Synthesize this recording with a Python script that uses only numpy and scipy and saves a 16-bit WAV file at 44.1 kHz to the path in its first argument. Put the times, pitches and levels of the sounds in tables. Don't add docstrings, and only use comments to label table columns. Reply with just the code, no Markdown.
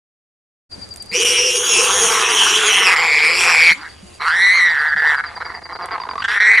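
import sys
import numpy as np
from scipy import signal
from scipy.fft import rfft, irfft, next_fast_len
from scipy.io import wavfile
from scipy.ndimage import uniform_filter1d, map_coordinates

SR = 44100
rng = np.random.default_rng(int(sys.argv[2]) if len(sys.argv) > 2 else 0)


def dump(signal):
    limited = np.clip(np.atleast_2d(signal).T, -1, 1)
    pcm = np.round(limited * 32767).astype(np.int16)
    wavfile.write(sys.argv[1], SR, pcm)


def invert_db(x):
    u = np.asarray(x, float) / 20
    return 10 ** u


N = 291045
T = np.arange(N) / SR


def unit(x):
    return x / np.sqrt(np.mean(x ** 2) + 1e-20)


def along(points, hz):
    f, v = np.transpose(points)
    return np.interp(np.log(hz + 1), np.log(f + 1), v)


def curves(rows):
    s, *cols = np.transpose(rows)
    gate = np.clip(np.minimum(T - s[0], s[-1] - T) / 0.0025 + .5, 0, 1)
    return [gate] + [np.interp(T, s, c) for c in cols]


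def wobble(rate, size=N):
    return map_coordinates(rng.standard_normal(int(size * rate / SR) + 4), [T[:size] * rate])


def filtered(x, response):
    m = next_fast_len(N + SR // 2)
    return irfft(rfft(x, m) * response(np.fft.rfftfreq(m, 1 / SR)), m)[..., :N]


def coloured(x, spectrum):
    return unit(filtered(x, lambda hz: invert_db(along(spectrum, hz))))


def peak(f, hz, width):
    return 1j * f * width / (hz * hz - f * f + 1j * f * width)


# frequency in Hz, level in dB.
DUSK = [(20, 8), (32, -3), (47, -16), (75, 5), (130, -3.5), (200, -0.5), (300, -2), (700, -5), (1000, -10),
        (2300, -13), (2900, -19), (3800, -16.5), (4700, -18), (10000, -19.5), (12000, -36), (15000, -56)]
# time in seconds, level in dB.
DUSK_LEVEL = [(.69, -63), (.72, -38), (1.1, -41.5), (3.9, -43.5), (6.6, -45)]
# frequency in Hz, correlation from -1 to 1.
ALIKE = [(25, .45), (60, 0.9), (130, 0.22), (290, -0.2), (630, -0.17), (1370, 0.26), (3010, 0.16),
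         (6580, 0.72), (14400, 0.76)]


def dusk():
    turn = lambda hz: np.arccos(np.clip(along(ALIKE, hz), -1, 1)) / 2
    noise = rng.standard_normal((2, N)) * invert_db(1.3 * wobble(12.0))
    mid, side = filtered(noise, lambda hz: invert_db(along(DUSK, hz)) * [np.cos(turn(hz)), np.sin(turn(hz))])
    grass = unit(np.array([mid + side, mid - side]))
    chorus = unit(filtered(rng.standard_normal((2, N)), lambda f: peak(f, 4660, 300) ** 2))
    throb = lambda f: peak(f, 75.0, 30.0) ** 2 + 0.46 * peak(f, 99.8, 13.0) ** 2
    idle = unit(filtered(rng.standard_normal(N), throb))
    hiss = grass + invert_db(-5.0 + 4.5 * wobble(50)) * chorus
    return invert_db(curves(DUSK_LEVEL)[1]) * hiss + invert_db([[-52], [-50.5]]) * idle


# first chirp in seconds, end in seconds, gap in ms, peak in dB.
BOUTS = [
    (.7225, 2.7, 92.1, -30),
    (4.692, 5.5, 94.4, -32.5),
    (5.542, 6.33, 92.3, -33.5),
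]


def cricket():
    out, t = np.zeros(N + SR), np.arange(SR // 20) / SR
    shape = np.interp(t, [0, .004, .012, .022, .03], [0.058, 0.74, 0.92, 0.85, 0.017])
    pitch_hz = 4830 - 230000 * t ** 2 - 2500 * t
    note = shape * np.sin(2 * np.pi * np.cumsum(pitch_hz) / SR)
    for first, end, gap_ms, db in BOUTS:
        for s in np.arange(first, end, gap_ms / 1000):
            out[round(s * SR):][:len(t)] += invert_db(db + 5.0) * note
    return out[:N]


# time in seconds, level in dB, ring in Hz.
TWIGS = [
    (0.89, -29, 7540),
    (0.94, -24, 7450),
    (0.961, -16, 8900),
    (0.972, -22, 9950),
    (1.0246, -16, 8100),
    (1.061, -28, 9300),
    (5.8585, -20, 8900),
]
# time in seconds, peak in dB.
THUMPS = [
    (0.778, -29),
    (1.119, -23.5),
    (2.041, -24),
    (3.711, -21),
    (4.029, -22.5),
    (4.656, -33),
    (4.953, -26),
]


def scuffle():
    out, t = np.zeros(N + SR), np.arange(SR // 10) / SR
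    for s, db, hz in TWIGS:
        snap = rng.standard_normal(len(t)) * .5 + np.sin(2 * np.pi * hz * t)
        decay = invert_db(-60 * t / 0.0016) + 0.26 * invert_db(-60 * t / 0.024)
        out[round(s * SR):][:len(t)] += invert_db(db) * decay * snap
    for s, db in THUMPS:
        swell = invert_db(db - 7.5 - 60 * t / 0.097) * (1 - np.exp(-t / 0.00063))
        out[round(s * SR):][:len(t)] += swell * np.sin(2 * np.pi * 190 * t)
    return out[:N]


# time in seconds, rate in Hz.
FLUTTER = [(1.1, 165), (1.23, 200), (1.39, 221), (1.45, 253), (1.68, 277), (1.76, 206), (2.02, 208),
           (2.2, 231), (2.45, 232), (2.7, 201), (2.89, 184), (3.08, 149), (3.2, 152), (3.42, 180),
           (3.7, 162), (4.24, 157), (4.5, 192), (4.6, 174), (4.79, 152.4), (5.25, 154.3), (6.6, 222)]


def folds():
    rate_hz = curves(FLUTTER)[1] * (1 + .05 * wobble(80) + .03 * wobble(12))
    cycles = np.cumsum(rate_hz) / SR
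    strength = invert_db(1.06 * rng.standard_normal(N // 64)[cycles.astype(int)])
    return 2 * np.pi * cycles, strength


# level in dB, fundamental first.
OVERTONES = [0, -1, -12, -18.5, -21.5]


def whistle(rows, hoarse, weak_hoarse, depth, weak_depth, flap, size):
    sweep_hz, sweep_lead_rad, weak_db = 165, .3, 8
    span = slice(round(rows[0][0] * SR) - 200, round(rows[-1][0] * SR) + 200)
    gate, hz, db, step_db = (c[span] for c in curves(rows))
    flap, size, n = flap[span], size[span], len(gate)
    weak = np.clip((db.max() - db) / weak_db, 0, 1)
    hoarse = hoarse + (weak_hoarse - hoarse) * weak
    depth = depth + (weak_depth - depth) * weak
    drag_hz = -sweep_hz * (hoarse + depth) * size * np.sin(flap + sweep_lead_rad)
    drag_hz = drag_hz + hz * .04 * hoarse * wobble(500, n)
    drag = 2 * np.pi * np.cumsum(drag_hz) / SR
    unsteady_hz = hz * (1 + .009 * wobble(26, n) + .035 * hoarse * wobble(130, n))
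    phase = 2 * np.pi * np.cumsum(unsteady_hz) / SR
    tone = 0
    for k, overtone_db in enumerate(OVERTONES):
        blur = wobble(750, n) * np.sin((k + .95) * phase) + wobble(750, n) * np.cos((k + .95) * phase)
        partial = np.sin((k + 1) * phase + (1 + .9 * k) * drag) + .38 * hoarse * (1 + k) ** .8 * blur
        tone = tone + invert_db(step_db * k ** 0.087 + overtone_db + (1.1 + k) * wobble(24.89, n)) * partial
    swell = unit((1.08 - np.cos(flap)) ** (1.05 * depth) * size ** depth)
    out = np.zeros(N)
    out[span] = np.sqrt(2) * gate * invert_db(db) * swell * tone
    return out


def patchy(x):
    z = signal.stft(x, nperseg=512)[2]
    field = uniform_filter1d(rng.standard_normal(z.shape), size=5, axis=0)
    field = uniform_filter1d(field, size=20, axis=1)
    patch_db = 3.2 * unit(field)
    return signal.istft(z * invert_db(patch_db), nperseg=512)[1][:N]


# frequency in Hz, level in dB.
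RASP = [(140, -25), (200, -26.5), (270, -36), (380, -4), (520, 6), (680, 8), (1000, 13.5), (1600, 14),
        (2250, 11), (2700, -81), (4000, 1.5), (9000, -44)]
# frequency in Hz, level in dB.
BLARE = [(1500, -25), (2600, 3), (3300, 0.5), (4000, -4), (4700, -35), (5600, -1.5), (6200, -24),
         (8000, -24)]
# frequency in Hz, level in dB.
HISS = [(5500, -3.5), (6900, 13.5), (7500, 6), (8100, -0.5), (8800, 8), (9300, 1.5), (9900, 7), (10600, -1),
        (12000, -25), (15000, 3.5)]
# time in seconds, frequency in Hz, swell in dB.
CHEST = [(1.1, 455, 1), (1.42, 492, 1), (1.68, 495, 1), (1.76, 440, 4), (1.85, 485, 2), (2.27, 465, 3.5),
         (2.39, 420, -5), (2.52, 415, -0.5), (2.75, 430, -3.5), (2.89, 485, 1), (3.07, 480, -1.5),
         (3.2, 450, -4), (3.28, 500, 3.5), (3.38, 550, 1.5), (3.5, 500, -7.5), (3.66, 480, 1.5),
         (3.74, 460, -13)]
# time in seconds, effort in dB, mouth opening in dB.
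FIRST_BREATH = [(1.1, -57, -8), (1.14, -39, 7), (1.27, -35, 9.5), (1.6, -35.5, 3.5), (1.82, -26, 3.5),
                (2.25, -24, 0), (2.45, -24, 0), (2.7, -22.5, -1.5), (2.95, -18.5, -5.5)]
IN_BREATH = [(3.74, -47, 1.5), (3.834, -34.5, -16.5), (3.95, -50.5, -4.5), (4.08, -68, 13.5),
             (4.19, -62, 6.5)]
ITS_END = [(2.95, -20.5, -8.5), (3.15, -24, -7), (3.33, -23, -6.5), (3.42, -21.5, -1.5), (3.72, -21, -5.5),
           (3.74, -73, -7)]
SECOND_BREATH = [(4.18, -66, -34), (4.21, -22, -20), (4.29, -33.5, -3), (4.4, -32.5, -13), (4.6, -28, -10),
                 (4.76, -28.5, -11.5), (4.95, -28.5, -18), (5.1, -26, -14), (5.25, -29, -17.5)]
STUTTER = [(5.25, -32, -26), (5.32, -40, -26), (5.38, -29, -24), (5.42, -26.5, -21), (5.5, -33, -21),
           (5.58, -36, -21), (5.7, -32, -26), (5.76, -30, -21), (5.8, -39, -18)]
LAST_BREATH = [(5.8, -31, -19), (5.96, -34, -19), (5.98, -35, -26), (6.17, -32, -29), (6.22, -25, -20),
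               (6.33, -34, 1), (6.5, -29.5, -14), (6.6, -31, -4)]
# breath table, drone at its start in dB, drone change in dB/s, hiss over blare in dB.
PUFFS = [
    (FIRST_BREATH, -21, -4, 1.5),
    (IN_BREATH, -66, -3, 5),
    (SECOND_BREATH, -58, 14, -1),
    (STUTTER, -65, 3, -3),
    (LAST_BREATH, -63, 3, -7),
    (ITS_END, -29, -4, -1.5),
]


def breath(flap, size):
    hiss_per_mouth_db, drone_rise_s = 1.41, 0.053
    puff = size * (1 - .6 * np.cos(flap))
    air = lambda: invert_db(1.3 * wobble(45)) * rng.standard_normal(N)
    slap = .2 * unit(size * np.exp(-40 * (1 + np.cos(flap))))
    rasp = coloured(patchy(puff * air() + 1.05 * puff ** 2 + slap), RASP)
    blare = coloured(patchy(puff * air() + slap), BLARE)
    hiss = coloured(patchy(puff ** 0.037 * air()), HISS)
    chest_hz, swell_db = curves(CHEST)[1:]
    ring = 2 * np.pi * np.cumsum(chest_hz * (1.01 + .024 * wobble(30))) / SR
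    chest = (1.4 + wobble(80)) * np.sin(ring)
    chest = unit(chest + .6 * wobble(80) * np.sin(.84 * ring) + .3 * wobble(60) * np.sin(.76 * ring))
    total = 0
    for rows, chest_db, change_db, hiss_db in PUFFS:
        gate, effort_db, mouth_db = curves(rows)
        since_s = np.clip(T - rows[0][0], 0, rows[-1][0] - rows[0][0])
        rise = np.clip(since_s / drone_rise_s, 0, 1) ** 2
        drone = invert_db(chest_db + change_db * since_s) * rise * invert_db(swell_db) * chest
        hiss_gain = invert_db(hiss_per_mouth_db * mouth_db + hiss_db + 2.15 * wobble(9))
        jet = rasp + invert_db(mouth_db) * blare + hiss_gain * hiss
        total = total + gate * (invert_db(effort_db + 4.0) * jet + drone)
    return total


# time in seconds, pitch in Hz, level in dB, overtone step in dB.
LONG_SCREAM = [(1.115, 2120, -32, -3), (1.15, 2825, -20.5, 1.5), (1.2, 3085, -18.5, 2.5),
               (1.26, 2894, -14.5, 1.5), (1.35, 2858, -17.5, 3.5), (1.46, 2798, -18, 1),
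               (1.55, 2820, -20, 1), (1.62, 2940, -25.5, 4), (1.7, 2850, -24.5, 4), (1.76, 2645, -13, -3),
               (1.86, 2825, -25.5, -1)]
SCREAM_SAGS = [(1.86, 2898, -37.5, 11.5), (2.15, 2900, -27.5, 9), (2.3, 2817, -28, -4.5),
               (2.5, 2880, -28, 4), (2.62, 2736, -32.5, -27), (2.72, 2650, -18.5, -18),
               (2.82, 2817, -28, -2), (2.87, 2517, -9, -5), (2.945, 2453, -17.5, -10)]
UNDERTONE = [(1.125, 1960, -33, -13), (1.15, 2443, -19, -2), (1.22, 2500, -20, -8), (1.3, 2404, -25, -10),
             (1.38, 2365, -17.5, -17), (1.44, 2318, -34, -18)]
FIRST_RASP = [(4.205, 3897, -48, -30), (4.23, 4100, -33, -29), (4.3, 4590, -25.5, -29),
              (4.36, 4670, -41, -30)]
ITS_TWIN = [(1.14, 3190, -59, -9), (1.3, 3173, -47, 2), (1.55, 3206, -27.5, 10), (1.72, 3327, -19.5, 6.5),
            (1.88, 3157, -28, 10), (2.0, 3296, -19, 9.5), (2.25, 3086, -26.5, 2.5)]
TWIN_BREAKS = [(2.25, 3050, -27.5, 9.5), (2.4, 3120, -12.5, -4.5), (2.5, 2950, -15.5, -3),
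               (2.56, 3000, -13.5, -3.5), (2.62, 3370, -24, 1.5), (2.67, 3300, -15.5, 3),
               (2.7, 3060, -13.5, -5), (2.8, 3020, -14, -5), (2.86, 2900, -17.5, -8)]
DROPPED_SCREAM = [(2.66, 2022, -24, -5), (2.85, 2026, -17.5, -45), (2.95, 2006, -12.5, -29),
                  (3.03, 2200, -15, -23), (3.12, 2198, -10.5, -19), (3.26, 2177, -10.5, -14),
                  (3.4, 2462, -15.5, -7), (3.69, 2239, -6, -22), (3.735, 2123, -12, -9.5)]
OVERBLOWN = [(2.96, 4819, -22.5, -37), (3.1, 4776, -26, -32), (3.36, 5200, -20, -47),
             (3.45, 5476, -21.5, -34), (3.58, 5066, -21.5, -37), (3.68, 4458, -18.5, -26),
             (3.73, 4187, -55, -26)]
THIN_STRAND = [(2.96, 7405, -26, -40), (3.05, 7340, -26.5, -40), (3.25, 7500, -37, -40),
               (3.4, 7630, -27, -42), (3.55, 7500, -27, -38), (3.66, 7450, -37, -44)]
ARCHED_SQUEAL = [(4.195, 950, -58, -9), (4.215, 1059, -29, -7), (4.27, 1316, -13.5, -26),
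                 (4.37, 1851, -11.5, -10), (4.45, 1973, -8, -11.5), (4.56, 2072, -8.5, -8.5),
                 (4.66, 1931, -8.5, -16.5), (4.8, 1689, -16.5, -26), (4.95, 1683, -13, -27)]
SQUEAL_TAIL = [(4.95, 1680, -15.5, -23), (5.03, 1759, -11, -26), (5.108, 1855, -11.5, -16.5),
               (5.16, 1597, -14, -29), (5.252, 1340, -27.5, -32), (5.3, 1298, -68, -15)]
MUTTER = [(5.78, 1047, -28, -31), (5.86, 1060, -28.5, -21), (5.92, 1074, -26.5, -25),
          (5.96, 1086, -20.5, -20), (5.975, 1004, -31, -22), (6.19, 1101, -34, -11.5)]
LAST_SQUEAL = [(6.19, 1144, -37, -1), (6.25, 1560, -15, -12), (6.3, 1660, -16.5, -14),
               (6.38, 1798, -11, -21), (6.41, 1871, -8.5, -16.5), (6.5, 2000, -5.5, -17.5),
               (6.555, 2041, -8.5, -16), (6.572, 2194, -8, -19), (6.585, 1948, -2.5, -16),
               (6.6, 1860, -14, -26)]
GROWL = [(1.76, 1003, -27.5, -14), (1.9, 1154, -33.5, -13), (2.12, 1132, -23.5, -0.5),
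         (2.3, 939.6, -27, -3), (2.55, 999, -39, 6), (2.7, 1187, -27.5, 9), (2.94, 1004, -44.5, -23)]
GRUNT = [(5.25, 711, -40.5, 2), (5.45, 697.5, -35.5, -8), (5.72, 682, -36.5, -20), (5.85, 711, -31.5, -7),
         (5.96, 695, -32.5, 3), (6.17, 648.4, -31, -7)]
NASAL_ONSET = [(4.21, 1956, -29, -30), (4.225, 2026, -24.5, -29), (4.28, 1930, -23.5, -30),
               (4.34, 1943, -26, -30), (4.37, 2020, -37, -33)]
NASAL_MUTTER = [(5.79, 2022, -47, -30), (5.83, 2000, -45, -30), (5.87, 1976, -41, -30),
                (5.92, 1999, -31, -30), (5.965, 2020, -35, -30)]
LOW_WHINE = [(3.27, 331.3, -48, -37), (3.35, 355.7, -36.5, -40), (3.43, 386.5, -31, -40),
             (3.52, 395, -49, -40)]
SPLIT_STRAND = [(2.22, 2690, -30, -20), (2.29, 2750, -21, -20), (2.36, 2692, -31, -20),
                (2.47, 2700, -25, -20), (2.55, 2695, -21, -23), (2.62, 2680, -40, -20),
                (2.71, 2650, -19.5, -20), (2.78, 2640, -19, -20), (2.83, 2620, -28, -20)]
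JETS = [(LONG_SCREAM, .4, .42, .65, .65), (SCREAM_SAGS, .5, .48, .55, .5), (UNDERTONE, .45, .45, .6, .6),
        (FIRST_RASP, .9, .9, .6, .6), (ITS_TWIN, .42, .5, .35, .5), (TWIN_BREAKS, .48, .5, .45, .5),
        (DROPPED_SCREAM, .45, .65, .5, .5), (OVERBLOWN, .9, .9, .5, .5), (THIN_STRAND, .35, .35, .3, .3),
        (ARCHED_SQUEAL, .3, .5, .22, .72), (SQUEAL_TAIL, .36, .5, .5, .7), (MUTTER, .6, .62, .6, .62),
        (LAST_SQUEAL, .28, .65, .15, .75), (GROWL, .7, .7, .45, .45), (GRUNT, .9, .9, .35, .35),
        (NASAL_ONSET, .4, .4, .5, .5), (NASAL_MUTTER, .4, .4, .5, .5), (LOW_WHINE, .03, .03, .03, .03),
        (SPLIT_STRAND, .4, .5, .4, .5)]
# frequency in Hz, level in dB.
MOUTH = [(3000, 0), (4400, -1), (5050, -3), (5700, 2), (6150, -2), (6550, 2), (7100, -4), (7700, 2),
         (8400, -4), (9500, 0), (11000, -3), (13000, -12)]
# time in seconds, length in ms, depth in dB.
CATCHES = [(1.18, 18, 3.5), (1.24, 2.7, 10), (2.945, 16, 4), (4.891, 28, 4), (4.948, 13.7, 23),
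           (5.013, 2.2, 8), (5.159, 20, 8.5), (5.217, 20, 25), (5.355, 5.5, 15), (5.388, 15.3, 18),
           (5.435, 13, 21), (5.472, 12.8, 4), (5.485, 11.4, 6), (5.531, 7.4, 16), (5.599, 17.6, 20),
           (5.634, 18, 23), (5.67, 22, 17), (5.738, 13, 16), (5.776, 12.06, 30), (5.869, 15, 14),
           (5.893, 16, 11), (6.234, 6.6, 25), (6.265, 15.5, 32), (6.387, 15, 13), (6.566, 5.1, 7.5)]
# time in seconds, length in seconds, start in Hz, end in Hz, level in dB.
GASPS = [
    (3.753, 0.0689, 249.5, 335, -39.5),
    (4.027, 0.11, 355, 358, -48.5),
]
# frequency in Hz, width in Hz, depth 0-1.
HOLLOWS = [(587.5, 157, 1), (6224, 450, 1), (3650, 140, 0.31), (6970, 420, 1)]


def warthog():
    slap_shut_ms, slap_shut_db, overshoot, lowest_hz = 11.2, 15.5, .03, 110
    flap, size = folds()
    size = uniform_filter1d(size, size=60)
    jets = sum(whistle(*cry, flap, size) for cry in JETS)
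    voice = filtered(jets, lambda hz: invert_db(along(MOUTH, hz))) + breath(flap, size)
    shut = CATCHES + [(s - slap_shut_ms / 1000, slap_shut_ms, slap_shut_db) for s, *rest in CREAKS]
    shut_db = 0
    for s, ms, db in shut:
        end = s + ms / 1000
        times = [s - .008, s + 0.0073, end - .003, end + 0.00085, end + 0.013]
        shut_db = shut_db + np.interp(T, times, [0, -1.1 * db, -1.1 * db, overshoot * db, 0])
    voice = voice * invert_db(shut_db)
    for s, length_s, start_hz, end_hz, db in GASPS:
        u = np.clip((T - s) / length_s, 0, 1)
        phase = 2 * np.pi * np.cumsum(start_hz + (end_hz - start_hz) * u) / SR
        whine = np.sin(phase) + 0.67 * np.sin(2 * phase) + .5 * np.sin(3 * phase)
        voice = voice + invert_db(db) * np.sin(np.pi * u) ** .5 * whine

    def notched(f):
        notches = np.prod([1 - min(depth, 1) * peak(f, hz, w) for hz, w, depth in HOLLOWS], axis=0)
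        return (1j * f / (lowest_hz + 1j * f)) ** 2 * notches

    return filtered(voice, notched)


# time in seconds, peak in dB, throat ring in Hz.
CREAKS = [(5.98, -15.5, 873), (6.001, -13, 1030), (6.018, -16, 975), (6.036, -13.5, 1075),
          (6.053, -18, 975), (6.068, -26, 1000), (6.09, -11, 1030), (6.112, -13, 1038), (6.134, -18, 963),
          (6.156, -11, 1134), (6.18, -9, 1140), (6.184, -15, 1240), (6.198, -17, 1100), (6.204, -11, 1150),
          (6.222, -10, 1440)]


def creaks():
    out, t = np.zeros(N + SR), np.arange(SR // 20) / SR
    for s, db, hz in CREAKS:
        puff = 1.16 * uniform_filter1d(uniform_filter1d(rng.standard_normal(len(t)), size=5), size=4)
        upper = 0.5 * np.sin(2 * np.pi * 2000 * t) + .2 * np.sin(2 * np.pi * 3700 * t)
        ring = np.sin(2 * np.pi * hz * t) + (upper + 0.7 * puff) * invert_db(-60 * t / 0.015)
        swell = invert_db(db + 8.0 - 60 * t / 0.022) * (1 - np.exp(-t / 0.0027))
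        out[round((s - .001) * SR):][:len(t)] += swell * ring
    return out[:N]


# frequency in Hz, time to fall 60 dB in seconds.
BUSH = [(300, 0.17), (2500, 0.21), (10000, 0.049)]


def bush(x):
    hz, t, z = signal.stft(rng.standard_normal((2, SR // 3)), SR, nperseg=256)
    colour_db = along([(300, 6.9), (2500, 3.1), (9000, 12.0)], hz)
    decay_db = -60 * t / along(BUSH, hz)[:, None]
    tail = signal.istft(z * invert_db(colour_db[:, None] + decay_db), SR, nperseg=256)[1]
    late = np.pad(x, (200, 0))[None]
    return signal.fftconvolve(late, tail / np.linalg.norm(tail[0]), axes=1)[:, :N]


# frequency in Hz, left over right in dB.
LEAN = [(200, -1.7), (700, -1.7), (2300, 0), (4300, -1), (8000, .7)]
# time in seconds, left over right in dB.
TURNING = [(1.15, 0), (1.53, 0.5), (2.61, 0), (3.64, 0.5), (3.74, 0), (3.77, 0), (3.81, -0.5), (4.14, 1),
           (4.17, -0.5), (6.6, 0)]


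def scene():
    near = warthog() + creaks() + scuffle()
    chirp = cricket()
    placed = filtered(near, lambda hz: invert_db(along(LEAN, hz) / 2 * [[1], [-1]]))
    placed = placed * invert_db(curves(TURNING)[1] / 2 * [[1], [-1]])
    drift_db = np.interp(T, [1.0, 5.0], [2.2, -.4])
    scattered = invert_db(-13.0) * bush(near + 2.0 * chirp)
    return placed + scattered + chirp * invert_db([drift_db, -drift_db]) + dusk()


def roll_off(x):
    return signal.sosfilt(signal.butter(12, 15400, fs=SR, output="sos"), x)


# frequency in Hz, level in dB.
MIC = [(30, -10.5), (60, -1.5), (10300, -3), (11500, -3.5), (13500, -8.5), (14600, -43), (16000, -35)]


def record(dry):
    start_s, fade_s = .692, 0.0077
    x = filtered(dry, lambda hz: invert_db(along(MIC, hz)))
    x = x * np.clip((T - start_s) / fade_s, 0, 1)
    x = x / (1 + np.abs(x) ** 12) ** (1 / 12)
    return roll_off(x)


dry = scene()
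out = record(dry)
dump(out)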